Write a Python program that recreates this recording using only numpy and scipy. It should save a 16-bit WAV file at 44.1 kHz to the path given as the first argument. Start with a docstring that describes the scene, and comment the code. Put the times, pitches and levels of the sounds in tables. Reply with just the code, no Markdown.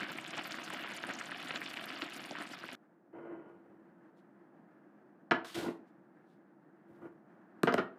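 """In a kitchen, wet rice bubbles and spits in a hot pan close to the microphone; it sinks and stops short.
Bubbles and spits are short rings with a pitch of their own; starch skins snap in single pulses.
Then, in quiet room murmur, glass bottles are slid, set down and rocked on a hard counter.
Slides are shaped noise with a counter hum near 340 Hz; knocks strike decaying modes, and the room answers."""
import sys
import numpy as np
from scipy import signal
from scipy.fft import rfft, irfft
from scipy.io import wavfile

SR = 44100
rng = np.random.default_rng(int(sys.argv[2]) if len(sys.argv) > 2 else 0)


def dump_mix(stems):
    """Bounce the given channels to the path in sys.argv[1] as a 16-bit WAV at rate SR."""
    frames = np.atleast_2d(stems).T  # one column per channel
    limited = np.clip(frames, -1, 1)  # hard clip at full scale
    pcm = np.round(limited * 32767).astype(np.int16)
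    wavfile.write(sys.argv[1], SR, pcm)


N = 351918
TIME = np.arange(N) / SR
PAN_CUT_S = 2.752


def amp(db):
    """dB to gain."""
    return 10 ** (np.asarray(db) / 20)


def rms_one(x):
    """Scale to unit power."""
    return x / np.sqrt(np.mean(x ** 2) + 1e-20)


def filtered(x, order, hz, kind="low"):
    """Butterworth filter."""
    return signal.sosfilt(signal.butter(order, hz, kind, fs=SR, output="sos"), x)


def at_hz(points, hz):
    """Read a table on a log-frequency axis."""
    table = np.array(points)
    return np.interp(np.log(hz), np.log(table[:, 0]), table[:, 1])


def drift(rate_hz, size=N):
    """Slow chance, spread 1: noise through a two-pole low-pass, drawn once every 40 samples."""
    r = np.exp(-80 * np.pi * rate_hz / SR)
    noise = rng.standard_normal(size // 40 + 2002)
    slow = signal.lfilter([1], [1, -2 * r, r * r], noise)[2000:]
    return np.interp(np.arange(size) / 40, np.arange(len(slow)), rms_one(slow))


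def ring(clicks, hz, t60_s):
    """A unit click sets a decaying sine of starting height 1 ringing."""
    r, w = amp(-60 / (t60_s * SR)), 2 * np.pi * hz / SR
    return signal.lfilter([0, np.sin(w)], [1, -2 * r * np.cos(w), r * r], clicks + 1e-18)


def coloured(x, spectrum):
    """Give a broadband sound the spectrum of a table; rms 1."""
    hz = np.maximum(np.fft.rfftfreq(N, 1 / SR), 1)
    return rms_one(irfft(rfft(x) * amp(at_hz(spectrum, hz)), N))


def swells(times, heights, half_width_s):
    """Bell-shaped rises and falls around some moments."""
    widths = np.broadcast_to(half_width_s, len(times))
    return sum(h * np.exp(-((TIME - s) / w) ** 2) for s, h, w in zip(times, heights, widths))


def decaying_noise(t60_table, length_s):
    """Noise that dies away band by band: the answer of a hard-walled space to a click."""
    t = TIME[:round(length_s * SR)]
    edges = 70 * 2 ** np.arange(0, 8.1, .5)
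    tail = np.zeros(len(t))
    for lo, hi in zip(edges, edges[1:]):
        band = filtered(rng.standard_normal(len(t)), 2, [lo, hi], "band")
        tail += band * amp(-60 * t / at_hz(t60_table, np.sqrt(lo * hi)))
    tail *= np.minimum(t / 0.0035, 1)
    return tail / np.sqrt(np.sum(tail ** 2))


def grains(per_s, spread_db, clump_db, spectrum, cycles, smooth_db):
    """Tiny bursts at random, in clumps, each ringing a few cycles at its own pitch, over a blur of far ones."""
    span = round(PAN_CUT_S * SR)
    sizes = amp(spread_db * np.minimum(rng.exponential(1, N), 3)) * rng.choice([-1, 1], N)
    clumps = amp(clump_db * drift(28))
    born = rng.random(N) < per_s * clumps / SR
    pitches = np.geomspace(spectrum[1][0], spectrum[-2][0], 24)
    dealt = rng.integers(0, len(pitches), N)
    near = np.zeros(N)
    for k, hz in enumerate(pitches):
        # each size of bubble has busy and calm moments of its own
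        clicks = (sizes * born * (dealt == k))[:span] * amp(3.44 * drift(14.8, size=span))
        # ringing twice softens the start
        near[:span] += ring(ring(clicks, hz, cycles / hz), hz, 3.24 / hz) * hz ** 2
    far = amp(smooth_db) * rng.standard_normal(N) * np.sqrt(clumps)
    return coloured(near / np.std(near[:span]) + far, spectrum) * np.sqrt(span / N)


COMPANIONS, CLUSTER_S = 3, 0.012   # weaker bursts around each one, and the scale of their spread in time


def pops(rows, cycles, splutter_db, companions_db):
    """A bubble swells open, rings briefly with rising pitch and splutters; neighbours burst around it."""
    out, t = np.zeros(N), TIME[:900]
    for s, peak_db, hz in rows:
        bursts = [(s, peak_db, hz)]
        for late, louder, higher in rng.uniform(-1, 1, (COMPANIONS, 3)):
            bursts.append((s + CLUSTER_S * (late + 0.45), peak_db + companions_db + 3.4 * louder,
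                           hz * 1.646 ** higher))
        for at, db, f in bursts:
            f = min(f, 15000)
            swell = np.minimum(f * t / 2.0, 1) ** 2
            tone = np.sin(2 * np.pi * f * t * (1 + 40 * t)) * amp(-60 * f * t / cycles) * swell
            i = round(max(at, 0) * SR)
            out[i:i + len(t)] += amp(db) * tone / np.abs(tone).max()
        noise = rng.standard_normal(len(t))
        sparse = noise * (np.abs(noise) > 2)
        drops = ring(ring(sparse, 0.84 * hz, 4.6 / hz), 0.58 * hz, 3.3 / hz)
        fall = amp(peak_db + splutter_db - 60 * t / 0.025)
        i = round(s * SR)
        out[i:i + len(t)] += rms_one(drops) * fall * np.minimum(t / 0.00147, 1)
    return out


def pan_fade_db():
    """The steady boil and spitting sink before the pan stops."""
    from_s, db_per_s = 2.214, 10.5
    return -db_per_s * np.maximum(TIME - from_s, 0)


# Middle-sized bubbles, heard close. 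Each row: frequency in Hz, relative density in dB per Hz.
BUBBLING = [(260, -15), (450, -8.5), (690, 7), (880, -3.5), (1220, 4), (2400, 1.5), (3200, -1),
            (4400, -11.5), (5400, -20.5), (6200, -34), (7200, -26.5), (10000, -50)]
# Low bubbles deep in the pan. Each row: frequency in Hz, relative density in dB per Hz.
BURBLE = [(30, -50.5), (90, -18), (140, -7), (199, -4), (299, 2.5), (467, -14.5), (600, -15), (780, -58),
          (1320, -81.5)]
# The boil surges for a moment. Each row: centre in seconds, bubbling rise in dB, burble rise in dB.
SURGES = [(0.029, 7, 9.5), (0.101, 6, 8.5), (0.389, 8, 8.5), (0.74, 4.5, 6), (1.101, 6, 6),
          (1.553, 7.5, 8.5), (1.938, 2, 7.5), (2.032, 4.5, 7), (2.17, 0, 4.5), (2.33, -2, 4),
          (2.41, 7, 10.5), (2.65, 2.5, 9), (2.731, 6.5, 7.5)]
SURGE_S = 0.018   # half width
BUBBLING_DB, BURBLE_DB = -46.5, -51.5   # before surges and fade


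def boil():
    """Two crowds of ringing bubbles, middle and low, that surge at the same moments."""
    s, bubbling_rise_db, burble_rise_db = np.transpose(SURGES)
    fade_db = pan_fade_db()
    bubbling = amp(BUBBLING_DB + fade_db + swells(s, bubbling_rise_db, SURGE_S))
    burble = amp(BURBLE_DB + fade_db + swells(s, burble_rise_db, SURGE_S))
    middle = bubbling * grains(2600, 4.14, 2.5, BUBBLING, cycles=6.5, smooth_db=-1.5)
    low = burble * grains(300, 2.4, 3.4, BURBLE, cycles=12.0, smooth_db=16.0)
    return middle, low


# Fine spitting, the treble of the pan. Each row: frequency in Hz, relative density in dB per Hz.
SPITTING = [(2650, -36.5), (4500, 9), (6000, -2.5), (8000, -5.5), (12000, -9.5), (15300, -16),
            (16000, -32.5)]
# The loudest single spits at the microphone. Each row: start in seconds, peak in dB, starting pitch in Hz.
SPITS = [(0.1185, -40, 11000), (0.1757, -44, 7830), (0.212, -46, 7800), (0.278, -44.5, 6500),
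         (0.3696, -45, 7040), (0.4392, -42, 6960), (0.474, -39.5, 13300), (0.5097, -41, 6670),
         (0.5515, -44, 6840), (0.606, -57, 9430), (0.6394, -41, 6200), (0.7016, -47, 9000),
         (0.737, -38.5, 6840), (0.7751, -53, 12280), (0.81, -45.5, 14600), (0.8874, -52, 11900),
         (0.938, -42.5, 6500), (0.9653, -37, 9600), (1.07, -42.5, 8500), (1.1373, -38, 6520),
         (1.189, -38, 6560), (1.257, -40.5, 6950), (1.484, -42, 7000), (1.559, -40.5, 6570),
         (1.608, -44, 13000), (1.6402, -46, 6960), (1.7365, -44.5, 9700), (1.77, -52, 7170),
         (1.807, -50, 12200), (1.8558, -39.5, 11900), (2.0054, -55, 9480), (2.0433, -47.5, 7120),
         (2.087, -61, 6960), (2.1387, -44, 7100), (2.164, -39, 8800), (2.2588, -46, 9630),
         (2.3176, -46, 6900), (2.404, -55, 7610), (2.4234, -40.5, 8910), (2.474, -49, 8380),
         (2.53, -46.5, 7000), (2.6584, -51, 12900), (2.7087, -58, 9650), (2.7294, -44, 10340)]
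SPITTING_DB = -62.5   # before clumping and fade
SPIT_CLUMP_DB = 1.5   # slow random thickening and thinning
FLURRY_S, FLURRY_BELOW_DB = 0.016, 25.5   # half width; how far a flurry lies under its spit's peak


def spitting():
    """The smallest bubbles ring longest in cycles; their fine spray flares around each loud spit."""
    s, spit_db, _ = np.transpose(SPITS)
    steady = amp(SPITTING_DB + pan_fade_db() + SPIT_CLUMP_DB * drift(9.4))
    flurries = swells(s, amp(spit_db - FLURRY_BELOW_DB), FLURRY_S)
    fine = (steady + flurries) * grains(1500, 6.3, 6.0, SPITTING, cycles=33.0, smooth_db=-6.5)
    return fine + pops(SPITS, cycles=26.0, splutter_db=-10.5, companions_db=-6.0)


# Large bubbles bursting near the microphone. Each row: start in seconds, peak in dB, starting pitch in Hz.
POPS = [(0.032, -28.5, 2030), (0.066, -33.5, 1390), (0.186, -27, 2150), (0.339, -49, 2130),
        (0.38, -36, 670), (0.508, -33, 2050), (0.543, -30.5, 1750), (0.587, -32.5, 1250),
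        (0.676, -40, 1320), (0.703, -31, 1580), (0.737, -36.5, 634), (0.845, -30, 1430),
        (0.921, -37.5, 1190), (1.038, -27, 1590), (1.087, -36, 590), (1.211, -29, 1780), (1.293, -34, 1300),
        (1.318, -28.5, 1750), (1.346, -32, 2520), (1.472, -33.5, 2980), (1.507, -25, 2230),
        (1.539, -37, 2103), (1.617, -26.5, 1830), (1.662, -30, 2880), (1.71, -40, 1250), (1.74, -35, 2550),
        (1.771, -27.5, 2370), (1.84, -32.5, 2960), (1.903, -31, 2200), (1.978, -44, 1800),
        (2.02, -27, 1820), (2.31, -35.5, 636), (2.353, -31.5, 1680), (2.537, -35, 1760), (2.639, -33, 1250),
        (2.689, -33.5, 2020)]


def large_bubbles():
    """Large bubbles ring only a few cycles each."""
    return pops(POPS, cycles=3.9, splutter_db=-8.5, companions_db=-8.5)


# Single sharp snaps in the rice. Each row: start in seconds, level in dB before SNAP_GAIN_DB, pitch in Hz.
SNAPS = [(0.032, -39, 3070), (0.186, -44, 3270), (0.378, -29.5, 5200), (0.5198, -25.5, 4300),
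         (0.6774, -32, 3000), (1.0318, -31, 3120), (1.091, -33, 3170), (1.1268, -39, 3840),
         (1.3189, -39, 3150), (1.4266, -34, 3710), (1.473, -37, 3140), (1.508, -36, 3030),
         (1.539, -36, 3180), (1.662, -38, 3130), (1.7397, -33, 3080), (1.772, -32, 3250),
         (1.8397, -37, 3050), (1.9617, -34, 3140), (2.0198, -23.5, 3100), (2.106, -36, 3090),
         (2.3094, -31, 4220)]
SNAP_GAIN_DB, SNAP_CYCLES = 0.3, 0.63
SMALL_SNAPS_PER_S, SMALL_SNAP_DB = 120, -48.5   # the level is the faintest, before SNAP_GAIN_DB


def snaps():
    """A skin of starch bursts: a pulse of about one cycle, mostly a pull; many small ones fall at random."""
    draw = rng.random((round(SMALL_SNAPS_PER_S * PAN_CUT_S), 3))
    small_s = PAN_CUT_S * draw[:, 0]
    small_db = SMALL_SNAP_DB - 4.0 * np.log(1 - 0.97 * draw[:, 1])
    small_hz = 1500 * 4.5 ** draw[:, 2]
    out, t = np.zeros(N), TIME[:120] - TIME[60]
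    for s, level_db, hz in [*np.c_[small_s, small_db, small_hz], *SNAPS]:
        pulse = np.cos(2 * np.pi * hz * t) * np.exp(-(hz * t / SNAP_CYCLES) ** 2)
        i = round(s * SR)
        out[i:i + len(t)] -= amp(level_db + SNAP_GAIN_DB) * pulse
    return out


def pan():
    """Bubbles, spits and snaps in the rice; the pan walls smear all but the low burble."""
    middle, low = boil()
    near = middle + spitting() + large_bubbles() + snaps()
    walls = signal.fftconvolve(near, decaying_noise([(500, 0.018), (9000, 0.023)], 0.05))[:N]
    return (near + amp(-12.5) * walls + low) * (TIME < PAN_CUT_S)


# Kitchen murmur of air and machines. Each row: time in seconds, level in dB before the wavering.
KITCHEN = [(0, -57), (2.4, -59.5), (2.76, -64.5), (3.1, -65), (3.6, -63.5), (4.5, -61), (6.8, -62.5),
           (7.98, -58)]
# Its dull colour. Each row: frequency in Hz, relative density in dB per Hz.
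KITCHEN_COLOUR = [(30, -23), (70, -31.5), (124, -12.5), (204, 1), (243, -5.5), (337, 1.5), (402, -11.5),
                  (733, -11.5), (990, -17.5), (1720, -19), (2200, -31.5), (3650, -47.5), (16000, -64.5)]


def kitchen():
    """Dull room noise whose low and high parts waver apart."""
    low = filtered(coloured(rng.standard_normal(N), KITCHEN_COLOUR), 2, 900)
    high = filtered(coloured(rng.standard_normal(N), KITCHEN_COLOUR), 2, 900, "high")
    level = amp(np.interp(TIME, *np.transpose(KITCHEN)))
    return level * (amp(0.6 * drift(13)) * low + amp(1.9 * drift(6.0)) * high)


def stroke(start_s, attack_s, hold_s, level_db, release_s):
    """Gain of one drag: rise, hold, then an ever faster fall as the bottle slows."""
    t = TIME - start_s
    falling = np.clip(t - attack_s - hold_s, 0, 1) / release_s
    return np.clip(t / attack_s, 0, 1) * amp(level_db - 20 * falling ** 2)


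# A bottle base dragged over the counter. Each row: start in seconds, hold in seconds, drumming level in dB,
# scuff level in dB, rumble level in dB, time to fall 20 dB in seconds.
SLIDES = [(3.127, 0.19, -47, -96.5, -73, 0.22), (3.46, 0.1, -63.5, -100, -73.5, 0.66),
          (5.444, 0.0063, -77.5, -53.5, -75, 0.25), (5.544, 0.013, -40.5, -49, -45, 0.1568),
          (5.619, 0.02, -47, -80, -80, 0.0964), (6.869, 0.063, -61.5, -99, -62, 0.3),
          (7.013, 0.031, -47.5, -90, -66, 0.03), (7.73, 0.034, -60, -110, -52, 0.1)]
# Glass drumming on the counter. Each row: frequency in Hz, relative density in dB per Hz.
DRUMMING = [(40, -40), (70, -24), (110, 0.5), (200, 2.5), (300, 9.5), (450, 8), (700, 2.5), (1100, -2),
            (1500, -7.5), (2200, -16), (3000, -25.5), (3600, -46.5), (6000, -60)]
# The hum of the counter. Each row: frequency in Hz, spread of its wander in Hz, mean relative level in dB.
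COUNTER_HUM = [(340, 6.98, 6), (662, 20, -14), (955, 14, -14.5), (1430, 15, -14.5), (2017, 35, -23),
               (3030, 17, -32)]
# The counter shakes. Each row: frequency in Hz, relative density in dB per Hz.
RUMBLE = [(30, 4), (60, 3.5), (120, -4.5), (200, -8), (300, -46.5)]
# Hiss of grit under the glass. Each row: frequency in Hz, relative density in dB per Hz.
SCUFF = [(880, -16), (1500, -2.5), (2100, -6.5), (3660, -4.5), (5830, -13.5), (9750, -18), (11400, -19.5),
         (16000, -26)]
# Faint rustles of hand and label. Each row: centre in seconds, level in dB, half width in seconds.
RUSTLES = [(4.19, -81, 0.024), (5.887, -82, 0.02), (6.31, -82.5, 0.053), (6.96, -86.5, 0.019)]
SLIDE_ATTACK_S, SCUFF_ATTACK_S = 0.014, 0.0028
HUM_WANDER_HZ, HUM_WAVER_DB = 24.6, 1.5   # rate of the random waver; its spread in level


def slides():
    """Uneven slips of the glass drum on the counter and shake it as it hums; the grit hisses on top."""
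    drumming, scuff, rumble = np.zeros(N), np.zeros(N), np.zeros(N)
    for s, hold, drum_db, scuff_db, rumble_db, fall in SLIDES:
        drumming += stroke(s, SLIDE_ATTACK_S, hold, drum_db, fall)
        scuff += stroke(s, SCUFF_ATTACK_S, hold, scuff_db, fall)
        rumble += stroke(s, SLIDE_ATTACK_S, hold, rumble_db, fall)
    slips = rng.standard_normal(N) * amp(3.0 * drift(75))
    hum = np.zeros(N)
    for hz, wander_hz, db in COUNTER_HUM:
        level = amp(db + HUM_WAVER_DB * drift(HUM_WANDER_HZ))
        pitch = hz + wander_hz * drift(HUM_WANDER_HZ)
        hum += level * np.sin(2 * np.pi * np.cumsum(pitch) / SR)
    dragged = drumming * rms_one(hum + coloured(slips, DRUMMING)) + rumble * coloured(slips, RUMBLE)
    grit = coloured(rng.standard_normal(N), SCUFF) * amp(1.3 * drift(120))
    s, rustle_db, width_s = np.transpose(RUSTLES)
    return dragged, (scuff + swells(s, amp(rustle_db), width_s)) * grit


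# Glass on counter. Each row: start in seconds, body level in dB, crack in dB re body level, glass ring in dB
# re body level, contact softness (low-pass) in Hz, chatter time in seconds, send to the room in dB,
# counter boom (lift of the modes under 900 Hz) in dB.
KNOCKS = [(5.3106, -16, -52, -28.5, 2800, 0.0027, -6.5, 0),
          (5.3146, -18.5, -50, -36, 2570, 0.0035, -6.5, -4),
          (5.3175, -17, -54, -28.5, 2580, 0.0086, -7, -3.5), (5.447, -42, -30, -30, 4000, 0.0037, -5, -15),
          (5.563, -36.5, -47, -50, 1800, 0.016, -2, 20), (5.592, -36, -47, -52, 898, 0.0023, -6, 12),
          (5.661, -30.5, -41, -50, 1660, 0.0068, -4.5, 10), (5.682, -31, -41, -50.5, 1890, 0.014, -5, 12),
          (7.633, -15.5, -10, -50, 2104, 0.00093, -11.5, 4), (7.673, -16.5, -47, -39, 2280, 0.02, -6.5, -3),
          (7.725, -26.5, -20, -19, 3120, 0.0016, -3.5, 6), (7.738, -31, -14, -28, 3000, 0.0013, -16, -5),
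          (7.741, -17.5, -11.5, -23, 2980, 0.0014, -12.5, 6), (7.777, -27, -38, -40, 1960, 0.0041, 2.5, -2),
          (7.782, -19.5, -27, -35, 2470, 0.022, -10, 5)]
# Bottle and counter together. Each row: mode in Hz, level in dB before boom and chance, 60 dB decay in seconds.
BODY = [(122.1, -17, 0.06), (173.4, -3, 0.034), (263.6, -1.5, 0.05), (335, 0.5, 0.044), (414, 5, 0.025),
        (533, -2, 0.024), (663, 2.5, 0.03), (1090, 2, 0.0157), (1250, 1.5, 0.02), (1430, 2.5, 0.014),
        (1680, 1.5, 0.014), (1960, 0.1, 0.012), (2287, 1, 0.009), (3050, -3.5, 0.0081)]
BLOW_SPREAD_DB = 1.5   # each blow lands elsewhere and wakes the modes differently
GLASS_RING_HZ, GLASS_RING_T60_S = 5150, 0.003   # the bottle wall's short bright ring
GLASS_ROOM_SHARE = 0.62   # gain of the ring on its way to the room


def knocks():
    """Each blow is a click and chatter, softened by the contact, into the body modes; a share goes to the room."""
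    dry, wet, t = np.zeros(N), np.zeros(N), TIME[:7000]
    for s, peak_db, crack_db, glass_db, soft_hz, chatter_s, room_db, boom_db in KNOCKS:
        touches = rng.standard_normal(len(t)) * (rng.random(len(t)) < .35)
        chatter = touches * np.exp(-(t / chatter_s) ** 3) * 0.11
        chatter[0] = 1
        push = filtered(chatter, 4, soft_hz)
        # a broad slap of the glass rim fills between the modes
        slap = filtered(chatter, 3, [550, min(1.31 * soft_hz, 5600)], "band")
        # the low modes belong to the counter top, the high ones to the glass
        body, chance_db = np.zeros(len(t)), BLOW_SPREAD_DB * rng.standard_normal(len(BODY))
        for k, (hz, db, t60_s) in enumerate(BODY):
            mode_db = db + boom_db * (hz < 900) + chance_db[k]
            body += amp(mode_db) * ring(push, hz, t60_s) * (-1) ** k
        body = body / np.abs(body).max() + amp(-8.0) * slap / np.abs(slap).max()
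        crack = signal.lfilter([.6], [1, -.7], rng.standard_normal(len(t)))
        crack *= amp(-60 * t / 0.0046) + amp(-30.0 - 60 * t / 0.15)
        glass = ring(ring(chatter, GLASS_RING_HZ, GLASS_RING_T60_S), GLASS_RING_HZ, GLASS_RING_T60_S / 2)
        glass *= amp(peak_db + glass_db) / np.abs(glass).max()
        blow = amp(peak_db) * (body + amp(crack_db) * crack)
        i = round(s * SR)
        dry[i:i + len(t)] += (blow + glass)[:N - i]
        wet[i:i + len(t)] += amp(room_db) * (blow + GLASS_ROOM_SHARE * glass)[:N - i]
    return dry, wet


# The hard room around the counter. Each row: frequency in Hz, 60 dB decay in seconds.
ROOM_T60 = [(100, 0.32), (600, 0.37), (2000, 0.28), (3500, 0.27), (5500, 0.181), (7000, 0.19),
            (12000, 0.17)]
SLIDE_ROOM_DB = -11   # send of the dragging to the room


def scene():
    """One microphone, first at the pan, then at the counter, where the hard room answers."""
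    dragged, scuffed = slides()
    blows, to_room = knocks()
    room = signal.fftconvolve(to_room + amp(SLIDE_ROOM_DB) * dragged, decaying_noise(ROOM_T60, .5))[:N]
    return (pan() + kitchen() + dragged + scuffed + blows + room)[None]


def record(dry):
    """The microphone drops the bass steeply and hisses faintly; the top is cut at 16.5 kHz."""
    x = filtered(dry, 4, 120, "high")
    x = x + amp(-99) * rng.standard_normal(x.shape)
    x = signal.sosfilt(signal.cheby2(12, 70, 16500, fs=SR, output="sos"), x)
    return x + amp(-100) * rng.standard_normal(x.shape)


dry = scene()
out = record(dry)
dump_mix(out)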